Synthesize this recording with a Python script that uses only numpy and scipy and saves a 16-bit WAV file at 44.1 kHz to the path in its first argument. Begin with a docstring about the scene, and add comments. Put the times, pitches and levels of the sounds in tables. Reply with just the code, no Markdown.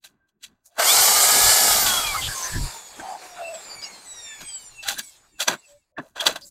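"""A few light taps on a metal frame, then an electric hand drill runs up, bites into the frame, is released
and coasts down for seconds, its motor tones swelling as they sweep through the casing's resonances.
Tools knock, scrape and squeak on the frame and the concrete floor. Everything is close to a hand-held,
almost mono microphone: the grip rumbles on it, and the background falls away between sounds."""
import sys
import numpy as np
from scipy import signal
from scipy.fft import rfft, irfft, next_fast_len
from scipy.io import wavfile
from scipy.ndimage import uniform_filter1d, map_coordinates

SR = 44100
rng = np.random.default_rng(int(sys.argv[2]) if len(sys.argv) > 2 else 0)


def wav_out(sig):
    """Save sig, one row per channel (or a flat mono array), as 16-bit PCM at SR to the path in sys.argv[1]."""
    wavfile.write(sys.argv[1], SR, np.round(np.clip(np.atleast_2d(sig).T, -1, 1) * 32767).astype(np.int16))


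N = 286650
TOP_HZ = 15760  # upper band limit
# resonances of the metal frame: pitch_hz, width_hz, level_db
FRAME_MODES = [(617, 120, -4), (1120, 210, -1.5), (1560, 130, 0.5), (1960, 450, -8.5), (2640, 220, -12.5),
               (3380, 200, 4), (4030, 85, -1.5), (4580, 68, 2), (6020, 170, -4), (7600, 400, 5.5),
               (9700, 220, 2.5), (12000, 1500, -16)]


def motor():
    """The motor runs up and coasts down; its commutator rate (Hz) and phase drive every drill tone."""
    # motor speed: time_s, commutator_rate_hz
    speed = [(.78, 2500), (.87, 4650), (.95, 5900), (1.0, 6420), (1.1, 7030), (1.3, 7390), (1.55, 7620),
             (1.7, 7470), (1.8, 7050), (1.93, 6400), (2.0, 5830), (2.2, 4615), (2.4, 4144), (2.55, 3906),
             (2.8, 3496), (3.2, 2971), (3.5, 2606), (3.7, 2385), (3.98, 2089), (4.3, 1783), (4.61, 1503),
             (4.8, 1330), (5.03, 1145), (5.3, 935), (5.7, 630), (5.9, 480)]
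    rate, = curves(speed, off=0)
    return rate, 2 * np.pi * np.cumsum(rate) / SR


def commutator_whine(rate, phase):
    """The brushes whine on the coasting commutator; each tone swells as it crosses a casing resonance."""
    # loudness of the whine: time_s, level_db
    whine_levels = [(1.95, -70), (2.2, -43), (2.4, -49), (2.66, -44), (3.05, -47), (3.3, -56), (3.55, -47),
                    (3.8, -41), (4.1, -44), (4.3, -38), (4.45, -41), (4.56, -39), (4.72, -51), (5.08, -52),
                    (5.25, -66), (5.7, -61), (5.85, -81)]
    # commutator tones: multiple_of_rate
    multiples = [1, 1.5, 2, 2.5, 3, 3.08, 3.5, 4, 4.5, 5, 6, 7, 8, 9, 10, 11, 12, 13, 14]
    # strength of each tone: level_db
    strengths = [-0.5, -15, 1.5, -14, -0.5, -5, -17.5, -2.5, -20.5, -1.5, -7, -4, -6, -5.5, -5.5, -7.5, -9,
                 -9, -7]
    # casing resonances: pitch_hz, width_hz, level_db
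    casing = [(1750, 250, -14), (2250, 130, -0.5), (2666, 70, 9.5), (3190, 150, -10.5), (3660, 350, -7),
              (4210, 130, -6.5), (4730, 310, -7.5), (5700, 260, -1.5), (6880, 500, -2), (7250, 200, 0),
              (7870, 350, 7), (9360, 380, -11), (11700, 460, -13), (13500, 460, -17), (15000, 600, -27)]
    whine_db, = curves(whine_levels)
    out = np.zeros(N)
    for multiple, db in zip(multiples, strengths):
        hz = multiple * rate
        brush_bounce = .8 * wobble(50) + .6 * wobble(250)  # radians; smears the tone
        flutter_db = 1.8 * wobble(12) + 4 * wobble(40)
        gain = amp(whine_db + db + flutter_db) * resonance_gain(casing, hz) * (hz < TOP_HZ)
        out += gain * np.sin(multiple * phase + brush_bounce)
    return out


def drive_tones(rate, phase):
    """The gears sing under load, then one runs free; two more whines sound while current flows."""
    # loaded gear tones: multiple_of_rate
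    gears = [.169, .225, .30, .448]
    # strength of each gear tone: level_db
    strengths = [-31, -32, -44, -32]
    # gearbox resonances that the loaded tones sweep through: pitch_hz, width_hz, level_db
    gearbox = [(1080, 250, -2), (1280, 250, -4), (1500, 300, -4), (1700, 120, -3), (2100, 150, 4),
               (2350, 250, 5), (3400, 90, -8)]
    # resonances that the free gear sweeps through: pitch_hz, width_hz, level_db
    free_gearbox = [(660, 60, -35), (770, 40, -42), (1040, 70, -31)]
    # whines of the powered motor: multiple_of_rate, loudest_at_hz, width_hz, level_db
    whines = [(.667, 3600, 1200, -27), (2, 13600, 1100, -27)]
    free_gear = .254  # multiple of the rate
    loaded, free, powered = (swell(start_s, end_s - start_s, rise=.06, fade=.06)
                             for start_s, end_s in [(.87, 2.19), (2.33, 3.56), (.85, 1.97)])
    tones = [(k, amp(db) * resonance_gain(gearbox, k * rate) * loaded) for k, db in zip(gears, strengths)]
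    tones += [(free_gear, resonance_gain(free_gearbox, free_gear * rate) * free)]
    tones += [(k, resonance_gain([peak], k * rate) * powered) for k, *peak in whines]
    out = np.zeros(N)
    for multiple, gain in tones:
        backlash = .9 * wobble(40) + .55 * wobble(200)  # radians; smears the tone
        flutter_db = 4 * wobble(30) + 1.5 * wobble(8)
        out += gain * amp(flutter_db) * np.sin(multiple * phase + backlash)
    return out


def rattle_and_hiss():
    """Gears rattle, fan and brushes hiss; both noises change colour as the load comes off."""
    # loudness of the drill's noise: time_s, rattle_db, hiss_db
    levels = [(.765, -80, -78), (.796, -23, -23), (.88, -24, -16), (1.68, -24.5, -16), (1.85, -29, -21.5),
              (2.0, -33, -25), (2.12, -38, -31), (2.64, -44, -36), (2.72, -46, -42), (2.93, -48, -48),
              (3.7, -49, -50), (4.4, -55, -53), (4.78, -60, -57), (5.1, -68, -55), (5.25, -66, -64),
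              (5.33, -77, -72), (5.45, -64, -62), (5.72, -68, -63), (5.81, -79, -73), (5.92, -86, -86)]
    # hiss spectrum under load: frequency_hz, level_db
    hiss_loaded = [(1410, -36), (2400, -5), (2560, -21), (3410, -3), (3720, -3.5), (4670, 2), (6290, -1),
                   (7710, 3.5), (8340, -0.5), (9160, 2), (10100, -9), (11400, -1), (14000, -7),
                   (15000, -10), (15600, -24.5)]
    # hiss spectrum while coasting: frequency_hz, level_db
    hiss_free = [(1410, -31), (2400, -22), (2740, -9), (2970, -14), (3410, 0), (4600, 4), (6050, -4),
                 (6910, 4), (8810, -2.5), (14200, -13), (15600, -20.5)]
    # rattle spectrum under load: frequency_hz, level_db
    rattle_loaded = [(120, -52.5), (200, -28.5), (260, -25), (418, -2.5), (518, -3.5), (770, 7),
                     (1050, -3.5), (1360, 2), (1700, -2.5), (1840, -4.5), (2210, 0.5), (2560, -12.5),
                     (3000, 2.5), (3900, -37.5), (6600, -120)]
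    # rattle spectrum while coasting: frequency_hz, level_db
    rattle_free = [(120, -44.5), (200, -5.5), (272, -30), (304, -6), (834, 0.5), (1440, -4), (1820, -4),
                   (2060, -7.5), (2340, -3.5), (3000, -11), (3900, -45.5), (6600, -120)]
    free = np.clip((np.arange(N) / SR - 1.9) / 0.83, 0, 1)  # 0 under load, 1 coasting
    hiss = np.sqrt(1 - free) * patchy(noise(hiss_loaded, grain_db=0.5), depth_db=1.2)
    hiss += np.sqrt(free) * patchy(noise(hiss_free), depth_db=2.8)
    rattle = np.sqrt(1 - free) * noise(rattle_loaded, grain_db=1.5, grain_hz=97)
    rattle += np.sqrt(free) * noise(rattle_free, grain_db=1.5, grain_hz=260)
    rattle_db, hiss_db = curves(levels)
    rattle_db += 1.5 * free * wobble(15)
    flutter_db = (.6 + .8 * free) * wobble(18)
    return (amp(rattle_db) * rattle + amp(hiss_db) * hiss) * amp(flutter_db)


def knocks():
    """Each tool blow is a crack and a short noise burst, ringing the frame's modes at new strengths."""
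    # blows on frame and floor: start_s, level_db, body_gain_db, top_gain_db, t60_s, crack_gain_db
    blows = [(0.0446, -40, -8, 5.5, 0.019, 3), (0.2897, -52, -19, -17, 0.055, 10),
             (0.4381, -26, -22, 2, 0.034, 3), (0.7941, -14.5, 13.5, -3, 0.15, -0.5),
             (1.8629, -1.5, -16, -9, 0.093, 0.5), (2.9966, -36, 19, 5, 0.066, 3),
             (3.1524, -44, 21, 1, 0.05, 3), (3.5398, -31, 6, -2.5, 0.05, 4),
             (3.816, -27, -10, -14.5, 0.057, 7.5), (4.4046, -30.5, -1, -4.5, 0.046, 9),
             (4.8284, -27, 0.5, -7, 0.046, 4.5), (4.8863, -18, -3, -10.5, 0.022, -2),
             (4.9896, -23, -13.5, 7, 0.05, 5.5), (5.4041, -4.5, -27, -5, 0.05, 4),
             (5.4816, -7.5, -9, -9.5, 0.043, 5), (5.9831, -31, 16, -23, 0.034, 13),
             (6.0445, -52.5, 0.5, -6.5, 0.048, 4), (6.1647, -27, 11, -16.5, 0.05, 1),
             (6.2069, -7, -8, -13.5, 0.041, 4.5), (6.2661, 4.5, -52, -11.5, 0.042, 5.5),
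             (6.3574, -14, -14, -17.5, 0.056, 8.5), (6.4105, -31, -27, -1, 0.05, -1.5)]
    out, t = np.zeros(N + SR), np.arange(SR // 4) / SR
    for start_s, db, body_db, top_db, t60_s, crack_db in blows:
        attack = 1 - np.exp(-t / 0.00023)
        decay = amp(-60 * t / t60_s) + amp(crack_db - 60 * t / 0.002)
        burst = rng.standard_normal(len(t)) * attack * decay
        colour = [(200, body_db - 28.5), (400, body_db), (2000, body_db), (3000, 0.0044), (5500, 0.0074),
                  (7000, top_db - 1), (15000, top_db - 19)]
        struck = [(hz, width, level + rng.normal(0, 3)) for hz, width, level in FRAME_MODES]
        ring = filtered(burst, lambda f: spectrum_gain(colour, f) * (modes(struck, f) + amp(-13.5)))
        out[round(start_s * SR):][:len(t)] += amp(db - 3) * ring
    return out[:N]


def scrapes():
    """Tools slide grittily, mostly around the blows; the frame colours the two lower of three bands."""
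    # slides: full_at_s, rise_s, held_s, fade_s, bright_db, body_db, top_db
    slides = [(.048, .022, .002, .055, -45, -56, -46), (.09, .03, .03, .45, -95, -73, -99),
              (.29, .03, .005, .03, -79, -85, -78), (.437, .022, .01, .042, -40, -64, -45),
              (.47, .03, .05, .25, -80, -73, -90), (.662, .025, .005, .045, -85, -72, -49),
              (.72, .05, .04, .02, -71, -76, -79), (.794, .03, .004, .02, -28, -22, -32),
              (1.862, .01, .01, .2, -25, -31, -25), (2.07, .01, .005, .06, -33, -40, -33),
              (2.14, .02, .02, .08, -42, -36, -40), (3.55, .02, .005, .05, -48, -60, -54),
              (3.83, .015, .01, .05, -44, -50, -56), (4.41, .01, .005, .07, -41, -43, -46),
              (4.829, .008, .045, .03, -37, -55, -48), (4.888, .016, .001, .012, -16.5, -33, -23),
              (4.896, .01, .02, .09, -31, -40, -34), (4.988, .016, .008, .03, -31, -43, -31),
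              (5.03, .03, .05, .1, -64, -72, -53), (5.404, .018, .022, .045, -26, -34, -30),
              (5.483, .014, .001, .025, -16, -15, -23.5), (5.5, .012, .04, .04, -36, -30, -43),
              (5.69, .03, .03, .06, -64, -70, -63), (5.985, .014, .001, .04, -53, -29, -63.5),
              (6.02, .04, .06, .12, -70, -65, -67), (6.162, .012, .035, .03, -42, -39, -56),
              (6.209, .012, .002, .014, -25, -30, -28), (6.22, .01, .022, .02, -39, -35, -45),
              (6.266, .018, .001, .045, -17.5, -18.5, -23), (6.29, .02, .03, .08, -41, -38, -49),
              (6.36, .014, .002, .04, -40, -34, -41.5), (6.412, .01, .01, .05, -64, -69, -55),
              (6.468, .07, .002, .06, -80, -72, -48)]
    # spectrum of the grit: frequency_hz, level_db
    grit = [(150, -16.5), (250, -4), (399, -5), (694, 0.5), (963, 1.5), (1510, 0), (1860, -4), (1990, 7.5),
            (3350, -12.5), (4050, -5), (5430, -11), (6570, -7.5), (8230, -14.5), (14800, -19),
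            (15600, -29.5)]

    def through_frame(x):
        return unit(filtered(x, lambda f: modes(FRAME_MODES, f) + amp(-12.5)))

    bright = through_frame(noise(grit, lo_hz=2330, hi_hz=5950, grain_db=3.5, grain_hz=300))
    body = through_frame(noise(grit, lo_hz=220, hi_hz=2500, grain_db=1.0, grain_hz=170))
    top = noise(grit, lo_hz=6300, grain_db=3.0, grain_hz=400)
    return strokes(slides, np.array([bright, body, top]))


def squeaks():
    """Short rings and squeaks: narrow noise at one resonance, swelling and fading."""
    # rings and squeaks: start_s, length_s, pitch_hz, width_hz, level_db
    rings = [(0.182, .12, 1574, 15, -74), (.665, .09, 680, 120, -68), (1.839, 0.32, 3310, 80, -29.5),
             (1.897, 0.14, 1320, 240, -35), (2.136, 0.04, 1236, 250, -27), (2.204, .09, 3240, 730, -28.5),
             (2.267, 0.095, 1640, 150, -36), (2.327, 0.1, 6320, 300, -37), (2.407, .08, 6140, 510, -30),
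             (2.417, 0.11, 1660, 260, -37), (2.514, 0.084, 1710, 290, -36), (2.99, 0.21, 800, 210, -34.5),
             (3.358, 0.07, 1380, 300, -43.5), (3.432, .1, 2700, 82, -40), (3.688, 0.079, 4660, 300, -41.5),
             (3.813, 0.049, 4850, 360, -34.5), (3.83, .06, 5530, 150, -44),
             (3.825, 0.067, 2820, 130, -46.5), (4.18, 0.39, 2330, 350, -51),
             (4.595, 0.125, 9120, 300, -50.5), (4.831, 0.13, 812, 42, -42.5),
             (4.843, .08, 1460, 240, -35.5), (4.961, 0.0585, 1640, 200, -36.5),
             (5.39, 0.043, 1470, 270, -33), (5.961, 0.051, 1713, 140, -37.5),
             (6.214, 0.0414, 650, 100, -35.5), (6.41, 0.049, 4760, 500, -46),
             (5.222, 0.058, 1290, 650, -64), (5.656, 0.14, 579, 8.2, -56), (5.676, 0.06, 7600, 500, -60.5),
             (5.906, .07, 573, 150, -73), (6.02, .06, 600, 200, -53), (4.9, .2, 9500, 400, -52),
             (5.02, .1, 7900, 300, -50), (6.255, 0.053, 522, 150, -29.5), (6.192, 0.035, 3280, 390, -26),
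             (6.399, 0.1, 572, 48, -62.5), (6.443, 0.055, 7600, 710, -50)]
    out = np.zeros(N + SR)
    for start_s, length_s, hz, width, db in rings:
        band = filtered(rng.standard_normal(SR // 2), lambda f: np.abs(modes([(hz, width, 0)], f)) ** 2)
        n = round(length_s * SR)
        settled = unit(band[4000:4000 + n])
        out[round(start_s * SR):][:n] += amp(db) * settled * signal.windows.tukey(n, .6)
    return out[:N]


def hand_rumble():
    """Lumpy low rumble from the hand on the microphone, and thuds through the floor."""
    # spectrum of the deep rumble: frequency_hz, level_db
    deep_spectrum = [(8.8, -15), (15, 0.5), (38, 1.5), (92, -4), (130, -3), (280, -22), (317, -29.5),
                     (400, -33), (520, -59), (880, -120)]
    # spectrum of the thuds: frequency_hz, level_db
    thud_spectrum = [(71, -48), (120, -6.5), (259, -4), (328, -4.5), (398, -9), (450, -11), (580, -38),
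                     (990, -120)]
    # steady rumble of the grip: time_s, deep_db, thud_db
    grip_levels = [(0, -95, -97), (.05, -86, -84), (.75, -84, -84), (.85, -56, -52), (1.3, -49, -47),
                   (2.0, -45, -51), (2.45, -58, -62), (2.8, -68, -68), (5.1, -68, -71), (5.9, -82, -84),
                   (6.15, -68, -71), (6.5, -68, -69)]
    # bumps against microphone and floor: full_at_s, rise_s, held_s, fade_s, deep_db, thud_db
    bumps = [(.06, .03, .01, .3, -70, -70), (.47, .07, .07, .08, -68, -66), (1.44, .15, .01, .12, -39, -51),
             (1.86, .07, .005, .08, -37, -42), (2.284, .12, .005, .08, -30, -48),
             (2.55, .05, .1, .05, -24, -42), (2.994, .06, .02, .1, -59, -54),
             (3.77, .1, .02, .15, -60, -62), (4.418, .04, .02, .06, -63, -50),
             (4.874, .07, .01, .12, -57, -66), (4.93, .05, .07, .08, -66, -54),
             (5.484, .015, .056, .05, -65, -38), (5.982, .02, .02, .04, -62, -41),
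             (6.265, .03, .06, .1, -63, -44)]
    deep = noise(deep_spectrum, hi_hz=162, grain_db=3.5, grain_hz=13)
    thud = noise(thud_spectrum, lo_hz=141, hi_hz=380, grain_db=4.5, grain_hz=30)
    deep_db, thud_db = curves(grip_levels)
    grip = amp(deep_db + 3 * wobble(8)) * deep + amp(thud_db + 3 * wobble(8)) * thud
    return grip + strokes(bumps, np.array([deep, thud]))


def stereo_spread(mono):
    """While the drill pulls, left leads and right lags in three falling bands; the rest stays centred."""
    # bands that part in phase: from_hz, to_hz, width_hz, phase_shift_rad
    bands = [(1720, 990, 280, 1.05), (3090, 2210, 250, 1.05), (3830, 2920, 360, 1.2)]
    start_s, end_s = .79, 1.86
    hz, t, spectra = signal.stft(mono, SR, nperseg=1024, noverlap=768)
    pulling = (t > start_s) & (t < end_s)
    shift = 0
    for from_hz, to_hz, width, angle in bands:
        centre_hz = np.interp(t, [start_s, end_s], [from_hz, to_hz])
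        offset = 2 * (hz[:, None] - centre_hz) / width
        shift += pulling * angle * np.clip(1 - offset ** 2, 0, 1) ** 2
    left_right = spectra * np.exp(1j * np.array([shift, -shift]))
    return signal.istft(left_right, SR, nperseg=1024, noverlap=768)[1][:, :N]


def amp(db):
    return 10 ** (np.asarray(db) / 20)


def unit(x):
    return x / np.sqrt(np.mean(x ** 2) + 1e-20)


def curves(rows, off=-120):
    """One value per sample for each column after the time; off outside the rows."""
    times, *columns = np.transpose(rows)
    return [np.interp(np.arange(N) / SR, times, column, off, off) for column in columns]


def wobble(rate):
    """A smooth random curve, rate knots a second."""
    knots = rng.standard_normal(int(N * rate / SR) + 4)
    return map_coordinates(knots, [np.arange(N) * rate / SR])


def swell(full_at, held, rise, fade):
    """Gain that climbs 30 dB per rise seconds until full_at, holds, then loses 30 dB per fade seconds."""
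    t = np.arange(N) / SR - full_at
    return amp(-30 * np.clip(np.maximum(-t / rise, (t - held) / fade), 0, 5))


def strokes(rows, layers):
    """One swell a row, each with its own mix of the noise layers."""
    return sum(swell(full_at, held, rise, fade) * (amp(levels_db) @ layers)
               for full_at, rise, held, fade, *levels_db in rows)


def filtered(x, response):
    """x through a complex response, given as a function of frequency."""
    size = next_fast_len(x.shape[-1] + 8192)
    return irfft(rfft(x, size) * response(np.fft.rfftfreq(size, 1 / SR)), size)[..., :x.shape[-1]]


def spectrum_gain(points, hz):
    """Gain at hz between (frequency_hz, level_db) points on a log frequency axis."""
    frequencies, levels_db = np.transpose(points)
    return amp(np.interp(np.log(hz + 1), np.log(frequencies + 1), levels_db))


def modes(resonances, f):
    """Causal response of (pitch_hz, width_hz, level_db) resonances, alternating in sign."""
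    return sum((-1) ** k * amp(db) * 1j * f * width / (hz * hz - f * f + 1j * f * width)
               for k, (hz, width, db) in enumerate(resonances))


def resonance_gain(resonances, hz):
    """Gain of a tone at hz among (pitch_hz, width_hz, level_db) resonances."""
    return sum(amp(db) / (1 + (2 * (hz - centre) / width) ** 2) for centre, width, db in resonances)


def noise(spectrum, lo_hz=0, hi_hz=SR, grain_db=0, grain_hz=300):
    """Noise of rms 1 in a band of a spectrum, roughened by random gain."""
    def response(f):
        band_loss = np.sqrt((1 + (lo_hz / (f + 1)) ** 8) * (1 + (f / hi_hz) ** 8))
        return spectrum_gain(spectrum, f) / band_loss

    grainy = rng.standard_normal(N) * amp(grain_db * wobble(grain_hz))
    return unit(filtered(grainy, response))


def patchy(x, depth_db):
    """x with patches of random gain in time and frequency, at rms 1."""
    spectra = signal.stft(x, nperseg=512)[2]
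    patches = uniform_filter1d(rng.standard_normal(spectra.shape), size=8, axis=0)
    patches = unit(uniform_filter1d(patches, size=10, axis=1))
    return unit(signal.istft(spectra * amp(depth_db * patches), nperseg=512)[1][:N])


def scene():
    """Drill and tools lie close together in front of the hand-held microphone."""
    rate, phase = motor()
    drill = commutator_whine(rate, phase) + drive_tones(rate, phase) + rattle_and_hiss()
    return stereo_spread(drill + knocks() + scrapes() + squeaks() + hand_rumble())


def record(dry):
    """The loudest peaks are softly clipped, and nothing is kept above the band limit."""
    soft = dry / (1 + np.abs(dry / .8) ** 6) ** (1 / 6)
    return filtered(soft, lambda hz: hz < TOP_HZ)


dry = scene()
out = record(dry)
wav_out(out)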